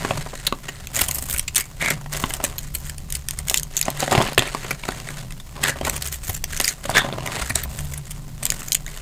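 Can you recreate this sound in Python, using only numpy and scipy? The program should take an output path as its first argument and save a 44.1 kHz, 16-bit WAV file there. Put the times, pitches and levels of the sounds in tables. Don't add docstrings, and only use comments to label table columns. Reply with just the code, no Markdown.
import sys
import numpy as np
from scipy import signal
from scipy.fft import rfft, irfft
from scipy.io import wavfile
from scipy.ndimage import uniform_filter1d

SR = 44100
rng = np.random.default_rng(int(sys.argv[2]) if len(sys.argv) > 2 else 0)


def master(y):
    cut = np.clip(np.atleast_2d(y).T, -1, 1)
    pcm = np.round(cut * 32767)
    wavfile.write(sys.argv[1], SR, pcm.astype(np.int16))


def convert_level_to_amplitude(level_db):
    exponent = np.asarray(level_db, float) / 20
    return 10 ** exponent


N = 397341

# (frequency [Hz], noise level [dB per Hz], relative)
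HISS_COLOUR = [(120, -31), (200, 5), (392, -9), (1330, -28), (2130, -19), (5800, -9), (7480, -15.5),
               (15500, -15)]
HISS_DB = -51.5
# (frequency [Hz], width at half height [Hz])
HUMS = [(21.5, 19.5), (40, 10), (145.2, 9), (70.7, 15), (132, 74)]
STEADY_HUM_DB = [-38.5, -44, -44.5]
HUM_WAVER_DB = 2.5
# (start [s], length [s], level [dB])
PUSHES = [(.95, 0.52, -37.5), (2.15, 1.46, -40), (5.65, 0.45, -34), (7.45, 0.34, -33.5)]
PUSH_RISE, PUSH_FALL, PUSH_IDLE_DB = 75, 30, -55
# (start [s], level before decay [dB], pitch [Hz])
THUMPS = [(1.02, -19.5, 60), (1.341, -19, 60), (4.119, -23, 99), (4.18, -7, 135), (4.385, -15, 125),
          (6.291, -16, 93), (7.416, -18, 60), (7.504, -18, 111)]
THUMP_CYCLES = 1.2

# (frequency [Hz], noise level [dB per Hz], relative)
RUB_COLOUR = [(240, -48), (400, 5.5), (942, -2.5), (2150, -1.5), (8400, -5), (15500, -21)]
# (start [s], length [s], strength [dB])
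DRAGS = [(0, 0.18, -30.5), (.94, 0.46, -43), (1.82, 0.15, -35.5), (2.12, 0.4, -38), (3.85, 0.44, -36.5),
         (4.11, 0.13, -19.5), (4.38, 0.034, -31), (4.45, 0.28, -39.5), (4.85, 0.39, -41.5),
         (5.55, 0.22, -36.5), (5.82, 0.15, -33), (6.89, 0.2, -29), (7.14, 0.26, -31.5), (7.65, 0.35, -42),
         (8.42, 0.15, -42), (8.9, 0.53, -55)]
# (start [s], length [s], crackle strength [dB], scrape strength against the crackle [dB])
BITES = [(0, 0.25, -39.5, 6), (0.277, 0.22, -42, 5.5), (0.632, 0.23, -49, 8.5), (0.941, 0.11, -26.5, -3.5),
         (1.084, 0.18, -34, -9), (1.299, 0.09, -26, -7.5), (1.562, 0.041, -19.5, -5),
         (1.806, 0.11, -31.5, 7.5), (2.13, 0.039, -26.5, -1.5), (2.196, 0.17, -34, -5.5),
         (2.433, 0.06, -34.5, -4), (2.58, 0.11, -42, -3), (2.732, 0.068, -38.5, -12),
         (2.839, 0.049, -34, -2.5), (3.14, 0.034, -34.5, -4), (3.31, 0.077, -42, -3),
         (3.469, 0.11, -32.5, -4), (3.706, 0.3, -41, 2.5), (3.997, 0.079, -30, 3.5), (4.1, 0.23, -48.5, 16),
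         (4.404, 0.088, -50.5, 21.5), (4.497, 0.23, -40, 6.5), (4.786, 0.34, -42.5, 4),
         (5.175, 0.03, -34, 4), (5.632, 0.057, -25, 4.5), (5.852, 0.13, -32.5, -3), (6.023, 0.05, -27, -3),
         (6.127, 0.019, -28, -5.5), (6.235, 0.14, -30, -5.5), (6.495, 0.07, -32, 0.5),
         (6.596, 0.12, -29.5, 0.5), (6.84, 0.082, -37, 3), (6.951, 0.027, -28.5, 13), (7.23, 0.11, -54, 8),
         (7.316, 0.12, -35, 7), (7.451, 0.051, -30, 0), (7.555, 0.052, -32.5, 4), (7.692, 0.25, -38, -6.5),
         (8.048, 0.1, -45, -1), (8.432, 0.17, -37.5, -2.5), (8.602, 0.17, -40, -4.5), (8.887, 0.73, -39, 2)]
BITE_RISE, BITE_FALL, DRAG_RISE, DRAG_FALL = 1150, 460, 1200, 235
BITE_SAG_DB, DRAG_SAG_DB = 1, 4
IDLE_DRAG_DB, IDLE_SCRAPE_DB, IDLE_CRACKLE_DB = -50, -52.5, -49
# (start [s], length [s], level [dB], pitch [Hz])
SQUEAKS = [(1.57, 0.029, -27, 2180), (1.813, 0.08, -23.5, 2160), (5.633, 0.087, -28, 1770),
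           (6.951, 0.037, -17, 1640), (6.942, 0.074, -25, 3500)]
SQUEAK_HALF_WIDTH_HZ, SQUEAK_RISE, SQUEAK_FALL = 210, 2600, 340

# (frequency [Hz], level [dB], time to fade by 60 dB [s])
BAR_MODES = [(146, 1.5, 0.06), (238, 2.5, 0.025), (358, 1.5, 0.02), (548, 6, 0.016), (700, 14, 0.0075),
             (860, -6.5, 0.054), (1060, 1, 0.024)]
BLADE_MODES = [(1380, -6, .010), (1680, -3, .014), (1950, 0, .011), (2200, -1, .009), (2650, -3, .006),
               (3450, -4, .008), (4200, -2, .004)]
# (frequency [Hz], noise level [dB per Hz], relative)
FLAKE_COLOUR = [(2060, -11), (3500, 2), (5260, 1), (6360, 7), (8860, 0.5), (9990, -1), (11500, 1),
                (13600, -1), (15400, -7), (17000, -9)]
SPLINTER_HZ = 1700
FOCUS_DB_PER_OCTAVE = 16
SHAKEN_BLADE_HZ, KNOCKED_BLADE_HZ = 2490, 2980
CONTACT_S, REBOUND_S, BLOW_DB = 0.00011, 0.0018, -3
FIRST_HIT_DB = 3

# (time [s], snap level [dB], blade level against the snap [dB], length of the break [ms], pitch [Hz])
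SNAPS = [(0.467, -5, -20, 5.7, 4130), (0.871, -22.5, -4, 1.3, 7540), (0.956, -14, -12, 4.1, 7200),
         (0.963, -10.5, -9, 3.6, 7300), (1.0155, -5.5, -16, 3.9, 11050), (1.082, -11, -26, 8.6, 9000),
         (1.111, -11.5, -9.5, 3.9, 7100), (1.143, -14, -23, 10, 11700), (1.156, -15.5, -17, 1.5, 11200),
         (1.184, -18, -19, 6.5, 8700), (1.298, -25, -18, 1.6, 13600), (1.311, -16, -25, 0.62, 9100),
         (1.344, -18, -3, 4.3, 9090.0), (1.363, -21, 1, 1.6, 8550), (1.384, -12.5, -25, 1.4, 9200),
         (1.394, -8, -11.5, 3.6, 9400), (1.478, -14, -2.5, 9, 7050), (1.548, -18.5, -7, 1.1, 9000),
         (1.5575, -10, -11, 1.2, 9200), (1.5614, -5.5, -21, 1.2, 9600), (1.5647, -8.5, -10, 1, 7500),
         (1.5697, -9, -15, 1.5, 8610.0), (1.6072, -15, -8, 2, 8500), (1.902, -9.5, -1, 7.4, 7400),
         (2.336, -13, -8, 5.7, 9400), (2.44, -9.5, -18, 1.3, 12600), (2.445, -9.5, -6, 8.1, 8200),
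         (2.5824, -15.5, -19, 2, 11900), (2.5884, -19.5, -24, 3.5, 7000), (2.749, -11.5, -10, 6.7, 11500),
         (2.895, -20, -6, 5.4, 7900), (2.981, -24, -13, 2.7, 9200), (3.1018, -22, -15, 5.1, 6700.0),
         (3.124, -13.5, -23, 2.9, 8340), (3.15, -12.5, -13.5, 7.1, 9200), (3.286, -12, -10.5, 2.1, 9300),
         (3.309, -15, -13, 0.31, 9100), (3.388, -15, -12, 3.8, 9300), (3.4843, -15, -8, 0.91, 7140),
         (3.4978, -6.5, -15, 1.1, 8600), (3.5027, -15, -12, 1, 7950), (3.5428, -3.5, -8.5, 1.75, 6900),
         (3.572, -16, -22, 1.9, 4170), (3.5746, -7, -27, 1.9, 7000), (3.5817, -14, -25, 0.71, 8000),
         (3.597, -16.5, -14, 1.7, 6470), (3.632, -15.5, -28, 1.9, 6600), (3.7667, -7.5, -42, 4.2, 6800),
         (3.7716, -8.5, -35, 11, 6300), (3.79, -17, -20, 7.1, 7320.0), (3.8123, -6.5, -30, 3.5, 7000),
         (3.827, -14, -9, 3.5, 4930), (3.853, -18, -9, 5.2, 6500), (3.9026, -16.5, -24, 1.8, 8750),
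         (3.974, -25, -2, 0.87, 8000), (4.003, -13, -28, 4.2, 6760), (4.126, -14, -12, 2.5, 7350),
         (4.272, -25.5, 4, 3.6, 6940), (4.331, -24, -8, 3.4, 4520.0), (4.347, -25, -12, 1.8, 5000),
         (5.307, -31, 1, 2, 8400), (5.3226, -28.5, -6, 2.4, 5360), (5.637, -8, -3, 3.9, 7700),
         (5.848, -19, 1, 5.7, 6960), (5.897, -10, -7.5, 2.7, 7640), (5.9616, -16.5, -5, 9.9, 8800),
         (6.0227, -16.5, -18, 3.2, 7700), (6.073, -19, -22, 3.3, 11200), (6.139, -20, -10, 7.7, 7870),
         (6.29, -14.5, -10, 22, 11800), (6.345, -16.5, -19, 6.9, 7340), (6.441, -11, -21, 1.9, 7600),
         (6.572, -16, -10, 5.2, 5850), (6.6, -9, -10, 1.7, 6200), (6.6128, -12, -20, 1.1, 9000),
         (6.641, -7, -11.5, 10.6, 5040), (6.655, -14, -11, 1.1, 8900), (6.675, -7, -4, 10, 7050),
         (6.683, -8.5, -15, 13.4, 6700), (6.9, -17.5, -24, 1.8, 9200), (7.26, -20.5, 0, 5.2, 6740.0),
         (7.555, -5, -30, 5.9, 8230), (7.6325, -15.5, -8.5, 13, 13400), (7.785, -20.5, -3.5, 13, 8500),
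         (7.936, -21, -6, 7.2, 6700), (7.975, -21, -14, 8.6, 9600), (8.103, -20.5, -7.5, 17, 9000),
         (8.426, -15, -17, 13, 8260), (8.454, -7, -22, 2.1, 8300), (8.4647, -14, -20, 2.1, 7170.0),
         (8.5026, -6, -30, 1.6, 6730), (8.521, -16.5, -3.5, 0.99, 7100), (8.682, -18, -23, 5.3, 6900),
         (8.7201, -6, -41, 1.8, 6540), (8.727, -9.5, -37, 5.6, 6470), (8.747, -8.5, -34, 1.7, 8400),
         (8.7509, -5, -30, 0.78, 6700), (8.864, -24, -3, 1.6, 7250)]
# (time [s], knock level [dB], blade level against the knock [dB], length [ms], pitch [Hz])
KNOCKS = [(0.0489, -9.5, -15, 1.6, 940), (0.107, -8, -10, 5.9, 686), (0.261, -20.5, -27, 9, 880),
          (0.331, -20.5, -20, 11, 690.0), (0.5252, -8.5, -10.5, 1.3, 1060), (0.9709, -21.5, -4, 11, 1030.0),
          (1.0133, -15.5, 1.5, 6.1, 980), (1.088, -22, -9, 9.3, 900), (1.906, -19.5, -11, 4.6, 804),
          (2.06, -25, -15, 4.4, 750.0), (2.239, -7, -8, 2.1, 1030), (2.401, -17.5, -25, 3.4, 700),
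          (2.435, -14.5, -13, 8.9, 700), (3.508, -18.5, -15, 9.1, 657), (3.862, -25, -8, 2.6, 800),
          (3.882, -7, -20, 2.2, 660), (4.0257, -8, -12, 7.7, 935), (4.079, -11, -17, 0.93, 650),
          (4.119, -6, -22, 3.1, 584), (4.128, -12, -13, 2.7, 800), (4.151, -5.5, -6, 2.3, 860.0),
          (4.178, -7, -4, 1.4, 580.0), (4.185, -8.5, -20, 1, 600), (4.202, -7, -21, 3.7, 650.0),
          (4.2072, -10.5, -11, 4.4, 830), (4.215, -8, -9, 1, 860.0), (4.262, -21.5, 3, 9.3, 950.0),
          (4.284, -17.5, -4, 6.4, 620.0), (4.3203, -20, -15, 5.1, 800), (4.378, -5.5, 0.5, 1.5, 620),
          (4.4225, -16.5, 1.5, 0.48, 900), (4.548, -12, -12, 4, 1020), (4.644, -21.5, -1.5, 12, 650.0),
          (4.835, -24.5, 4, 4.1, 990), (4.888, -10, -6.5, 2.6, 760), (5.757, -23, -16, 5, 600),
          (5.8118, -13.5, -11, 3.7, 655), (5.87, -10, -11, 11, 630), (6.29, -19.5, -9, 19, 736),
          (6.439, -27, -15, 1.6, 600), (6.853, -17.5, -7, 4.9, 590), (6.8935, -9, -25, 2.7, 780),
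          (6.912, -19, -19, 3.8, 700), (7.017, -15.5, -17, 4.5, 800), (7.042, -13.5, -23, 8.6, 500.0),
          (7.088, -18, -17, 2.9, 560.0), (7.126, -17.5, -4.5, 1.8, 900), (7.134, -20.5, -25, 3.6, 700),
          (7.182, -19, -17, 6.5, 745), (7.206, -24, -5, 2.9, 1000), (7.368, -19, -22, 1.8, 790),
          (7.557, -17, -22, 10, 1060.0), (8.427, -26, -7, 4.3, 540.0)]
# (time [s], tick level [dB], length [ms], pitch [Hz])
TICKS = [(0.475, -14.5, 2, 4100), (0.683, -18, 13.6, 2600), (0.988, -14, 13, 2400),
         (1.857, -18, 7.3, 2000.0), (2.145, -24, 7.6, 2390.0), (2.305, -19, 3.4, 2800),
         (4.379, -5, 5.4, 3000), (4.3915, -5.5, 3.8, 3050), (4.476, -21, 1.4, 2430),
         (4.707, -11, 7.7, 2200), (4.921, -23.5, 2, 1700), (5.088, -21, 0.62, 2410),
         (5.4, -29.5, 2.5, 3680), (5.694, -13, 5.2, 1780), (6.533, -22.5, 1.1, 1880),
         (6.6036, -12, 0.69, 2200), (6.97, -8.5, 2.7, 1600), (6.977, -2.5, 9.5, 1610),
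         (6.987, -13, 8.5, 1640.0), (7.274, -17, 1.8, 2480), (7.418, -17, 7.3, 1850.0),
         (7.5, -12.5, 9.3, 1700), (8.619, -27, 1.5, 1720.0), (8.879, -26.5, 2, 1870.0)]
SNAP_BAR_DB, KNOCK_FLAKE_DB, TICK_BAR_DB, TICK_FLAKE_DB = -26.5, -20, -8, -4.5

# (frequency [Hz], time to fade by 60 dB [s])
ROOM = [(300, 0.16), (1500, 0.081), (5000, 0.086), (13000, 0.038)]


def evened(x):
    return x / np.sqrt(np.mean(x ** 2) + 1e-20)


def read(points, hz):
    f, value = np.transpose(points)
    return np.interp(np.log(hz + 1), np.log(f + 1), value)


def coloured(points, size):
    hz = np.fft.rfftfreq(size, 1 / SR)
    spectrum = rfft(rng.standard_normal(size)) * convert_level_to_amplitude(read(points, hz))
    return evened(irfft(spectrum, size))


def smooth_chance(shape, width):
    once = uniform_filter1d(rng.standard_normal(shape), width)
    return evened(uniform_filter1d(once, width))


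def strokes(rows, rise, fall, sag_db, idle_db):
    t = np.arange(0, N, 64) / SR
    power = convert_level_to_amplitude(2 * idle_db)
    for start, length, db in rows:
        before = np.maximum(start - t, 0)
        after = np.maximum(t - start - length, 0)
        progress = np.clip((t - start) / length, 0, 1)
        power = power + convert_level_to_amplitude(2 * (db - rise * before - fall * after - sag_db * progress))
    return np.interp(np.arange(N) / SR, t, np.sqrt(power))


def motion():
    scrapes = [(start, length, db + blade_db) for start, length, db, blade_db in BITES]
    crackles = [row[:3] for row in BITES]
    drag = strokes(DRAGS, DRAG_RISE, DRAG_FALL, DRAG_SAG_DB, IDLE_DRAG_DB)
    scrape = strokes(scrapes, BITE_RISE, BITE_FALL, BITE_SAG_DB, IDLE_SCRAPE_DB)
    crackle = strokes(crackles, BITE_RISE, BITE_FALL, BITE_SAG_DB, IDLE_CRACKLE_DB)
    return drag, scrape, crackle


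def hiss():
    return convert_level_to_amplitude(HISS_DB) * coloured(HISS_COLOUR, size=N)


def rumble():
    hz = np.fft.rfftfreq(N, 1 / SR)
    gains = [convert_level_to_amplitude(db) * np.ones(N) for db in STEADY_HUM_DB]
    gains.append(strokes(PUSHES, PUSH_RISE, PUSH_FALL, 0, PUSH_IDLE_DB))
    gains.append(convert_level_to_amplitude(-23.5) * motion()[0] ** 0.38)
    noise = rfft(rng.standard_normal((len(HUMS), N)), axis=1)
    slow = rng.standard_normal((len(HUMS), N))
    for _ in range(2):
        slow = uniform_filter1d(slow, 6000, 1)
    wavers = convert_level_to_amplitude(HUM_WAVER_DB * evened(slow))
    out = np.zeros(N)
    for (f, width), gain, waver, spectrum in zip(HUMS, gains, wavers, noise):
        off_pitch = (hz - f * f / (hz + 1)) / width
        out += gain * waver * evened(irfft(spectrum / (1 + off_pitch ** 2), N))
    return out


def thumps():
    out, t = np.zeros(N + 6000), np.arange(6000) / SR
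    for start, db, hz in THUMPS:
        swing = np.sin(2 * np.pi * hz * t) * np.exp(-t * hz / THUMP_CYCLES)
        out[round(start * SR):][:6000] -= convert_level_to_amplitude(db) * swing
    return out[:N]


def rubbing():
    flicker = convert_level_to_amplitude(4.7 * smooth_chance(N, 110))
    drag, scrape, _ = motion()
    rustle = convert_level_to_amplitude(-3.5) * drag ** 0.52 * scrape ** 0.51 * coloured(RUB_COLOUR, size=N)
    t = np.arange(1500) / SR
    ring = sum(convert_level_to_amplitude(db - 60 * t / t60) * np.sin(2 * np.pi * hz * t) for hz, db, t60 in BLADE_MODES)
    singing = evened(signal.oaconvolve(rng.standard_normal(N), ring)[:N])
    rasp = convert_level_to_amplitude(7.0) * scrape ** 1.82 * singing
    return flicker * (rustle + rasp)


def squeaks():
    hz = np.fft.rfftfreq(N, 1 / SR)
    out = np.zeros(N)
    for start, length, db, mode_hz in SQUEAKS:
        rough = rfft(rng.standard_normal(N) ** 3)
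        resonance = 1 / (1 + 1j * (hz - mode_hz) / SQUEAK_HALF_WIDTH_HZ) ** 2
        gain = strokes([(start, length, db)], SQUEAK_RISE, SQUEAK_FALL, 4.1, -99)
        out += gain * evened(irfft(rough * resonance, N))
    return out


def rung(modes, spread_db, pitch_hz=None):
    t = np.arange(1500) / SR
    out = np.zeros(1500)
    for k, (hz, db, t60) in enumerate(modes):
        level_chance, pitch_chance = rng.standard_normal(2)
        far_db = FOCUS_DB_PER_OCTAVE * abs(np.log2(hz / pitch_hz)) if pitch_hz else 0
        fade = convert_level_to_amplitude(db - far_db + spread_db * level_chance - 60 * t / t60)
        direction = (-1) ** k
        out += direction * fade * np.sin(2 * np.pi * hz * (1 + .06 * pitch_chance) * t)
    return out


def blow():
    t = np.arange(1500) / SR
    push, pull = (t / s ** 2 * np.exp(-t / s) for s in (CONTACT_S, REBOUND_S))
    return evened(push - pull)


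def snap(ring_db, t60, pitch_hz=None):
    t = np.arange(1500) / SR
    hz = pitch_hz or rng.uniform(5840, 9570)
    ring = convert_level_to_amplitude(ring_db) * np.sin(2 * np.pi * hz * t + 2 * np.pi * rng.random())
    spit = (coloured(FLAKE_COLOUR, size=1500) + ring) * convert_level_to_amplitude(-60 * t / t60)
    return signal.sosfilt(signal.butter(4, SPLINTER_HZ, "high", fs=SR, output="sos"), spit)


def tear(length_s):
    u = np.arange(900) / SR / max(length_s, 1e-4)
    ragged = rng.standard_normal(900) ** 3 * np.sqrt(rng.exponential(1, 900))
    return ragged * u ** 1.77 * np.exp(-5 * u)


def shaken(length_s, spread_db, pitches_hz=(None, None, None), first_hit=0):
    push = tear(length_s)
    push[0] = first_hit * np.linalg.norm(push)
    bar_hz, blade_hz, flake_hz = pitches_hz
    bar = evened(rung(BAR_MODES, spread_db, bar_hz)) + convert_level_to_amplitude(BLOW_DB) * blow()
    blade = rung(BLADE_MODES, spread_db, blade_hz)
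    flake = snap(2.6, 0.0037, flake_hz)
    parts = np.array([signal.fftconvolve(push, part) for part in (bar, blade, flake)])
    return parts / np.linalg.norm(parts, axis=1)[:, None] * np.sqrt(SR / 1000)


def grains(shapes, per_s, spread_db):
    clumps = convert_level_to_amplitude(4.5 * smooth_chance(N, 190))
    draw, pick = rng.random(N), rng.integers(0, len(shapes), N)
    size = convert_level_to_amplitude(spread_db * np.minimum(rng.exponential(1, N), 3.5)) * np.sqrt(clumps)
    size *= draw < per_s / SR * clumps / clumps.mean()
    layers = []
    for part in zip(*shapes):
        layers.append(evened(sum(signal.oaconvolve(size * (pick == k), shape)[:N]
                                 for k, shape in enumerate(part))))
    return layers


def crumbling():
    shapes = [shaken(.0005, spread_db=4) for _ in range(24)]
    bar, blade, flake = grains(shapes, per_s=900, spread_db=4.0)
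    drag, scrape, crackle = motion()
    top = signal.sosfilt(signal.butter(2, 9000, "high", fs=SR, output="sos"), flake)
    lead = convert_level_to_amplitude(-2.0) * (crackle / scrape) ** 1.01 * (crackle / convert_level_to_amplitude(-34)) ** .2
    spitting = flake + (np.clip(lead, .15, 3) - 1) * top
    return convert_level_to_amplitude(-2.5) * (convert_level_to_amplitude(1.0) * drag * bar + convert_level_to_amplitude(-4.5) * scrape * blade + crackle * spitting)


def cracks():
    breaks = [(s, db, (SNAP_BAR_DB, blade_db, 0), ms, (None, SHAKEN_BLADE_HZ, hz))
              for s, db, blade_db, ms, hz in SNAPS]
    breaks += [(s, db, (0, blade_db, KNOCK_FLAKE_DB), ms, (hz, KNOCKED_BLADE_HZ, None))
               for s, db, blade_db, ms, hz in KNOCKS]
    breaks += [(s, db, (TICK_BAR_DB, 0, TICK_FLAKE_DB), ms, (None, hz, None))
               for s, db, ms, hz in TICKS]
    out = np.zeros(N + 3000)
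    for s, db, shares_db, length_ms, pitches_hz in breaks:
        parts = shaken(length_ms / 1000, 4, pitches_hz, convert_level_to_amplitude(FIRST_HIT_DB) / length_ms)
        sound = convert_level_to_amplitude(db + np.array(shares_db)) @ parts
        out[round(s * SR):][:len(sound)] += sound
    return out[:N]


def room(x):
    taps = np.zeros(SR // 3)
    at = np.arange(200, len(taps) - 20, 20)
    taps[at + rng.integers(0, 20, len(at))] = rng.choice([-1., 1.], len(at))
    hz, t, z = signal.stft(taps, SR, nperseg=256)
    fade = convert_level_to_amplitude(-60 * t / read(ROOM, hz)[:, None])
    tail = signal.istft(z * fade, SR, nperseg=256)[1]
    tail *= convert_level_to_amplitude(-15.5) / np.linalg.norm(tail)
    tail[0] += 1
    return signal.oaconvolve(x, tail)[:N]


def scene():
    soap = cracks() + crumbling() + rubbing() + squeaks()
    soap = signal.sosfilt(signal.butter(2, 90, "high", fs=SR, output="sos"), soap)
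    return (room(soap) + rumble() + thumps() + hiss())[None]


def band_limit(x):
    return signal.sosfilt(signal.butter(12, 16650, fs=SR, output="sos"), x)


def record(dry):
    port = dry - .4 * signal.lfilter(*signal.iirpeak(5800, 7.5, fs=SR), dry)
    clipped = np.clip(port, -.95, .95)
    edge_hz, edge_gain = [0, 15400, 15550, 16450, 16700, SR / 2], [1, 1, .25, .15, 0, 0]
    edge = signal.firwin2(511, edge_hz, edge_gain, fs=SR)
    mix = signal.oaconvolve(clipped, edge[None], "same")
    return band_limit(mix)


dry = scene()
out = record(dry)
master(out)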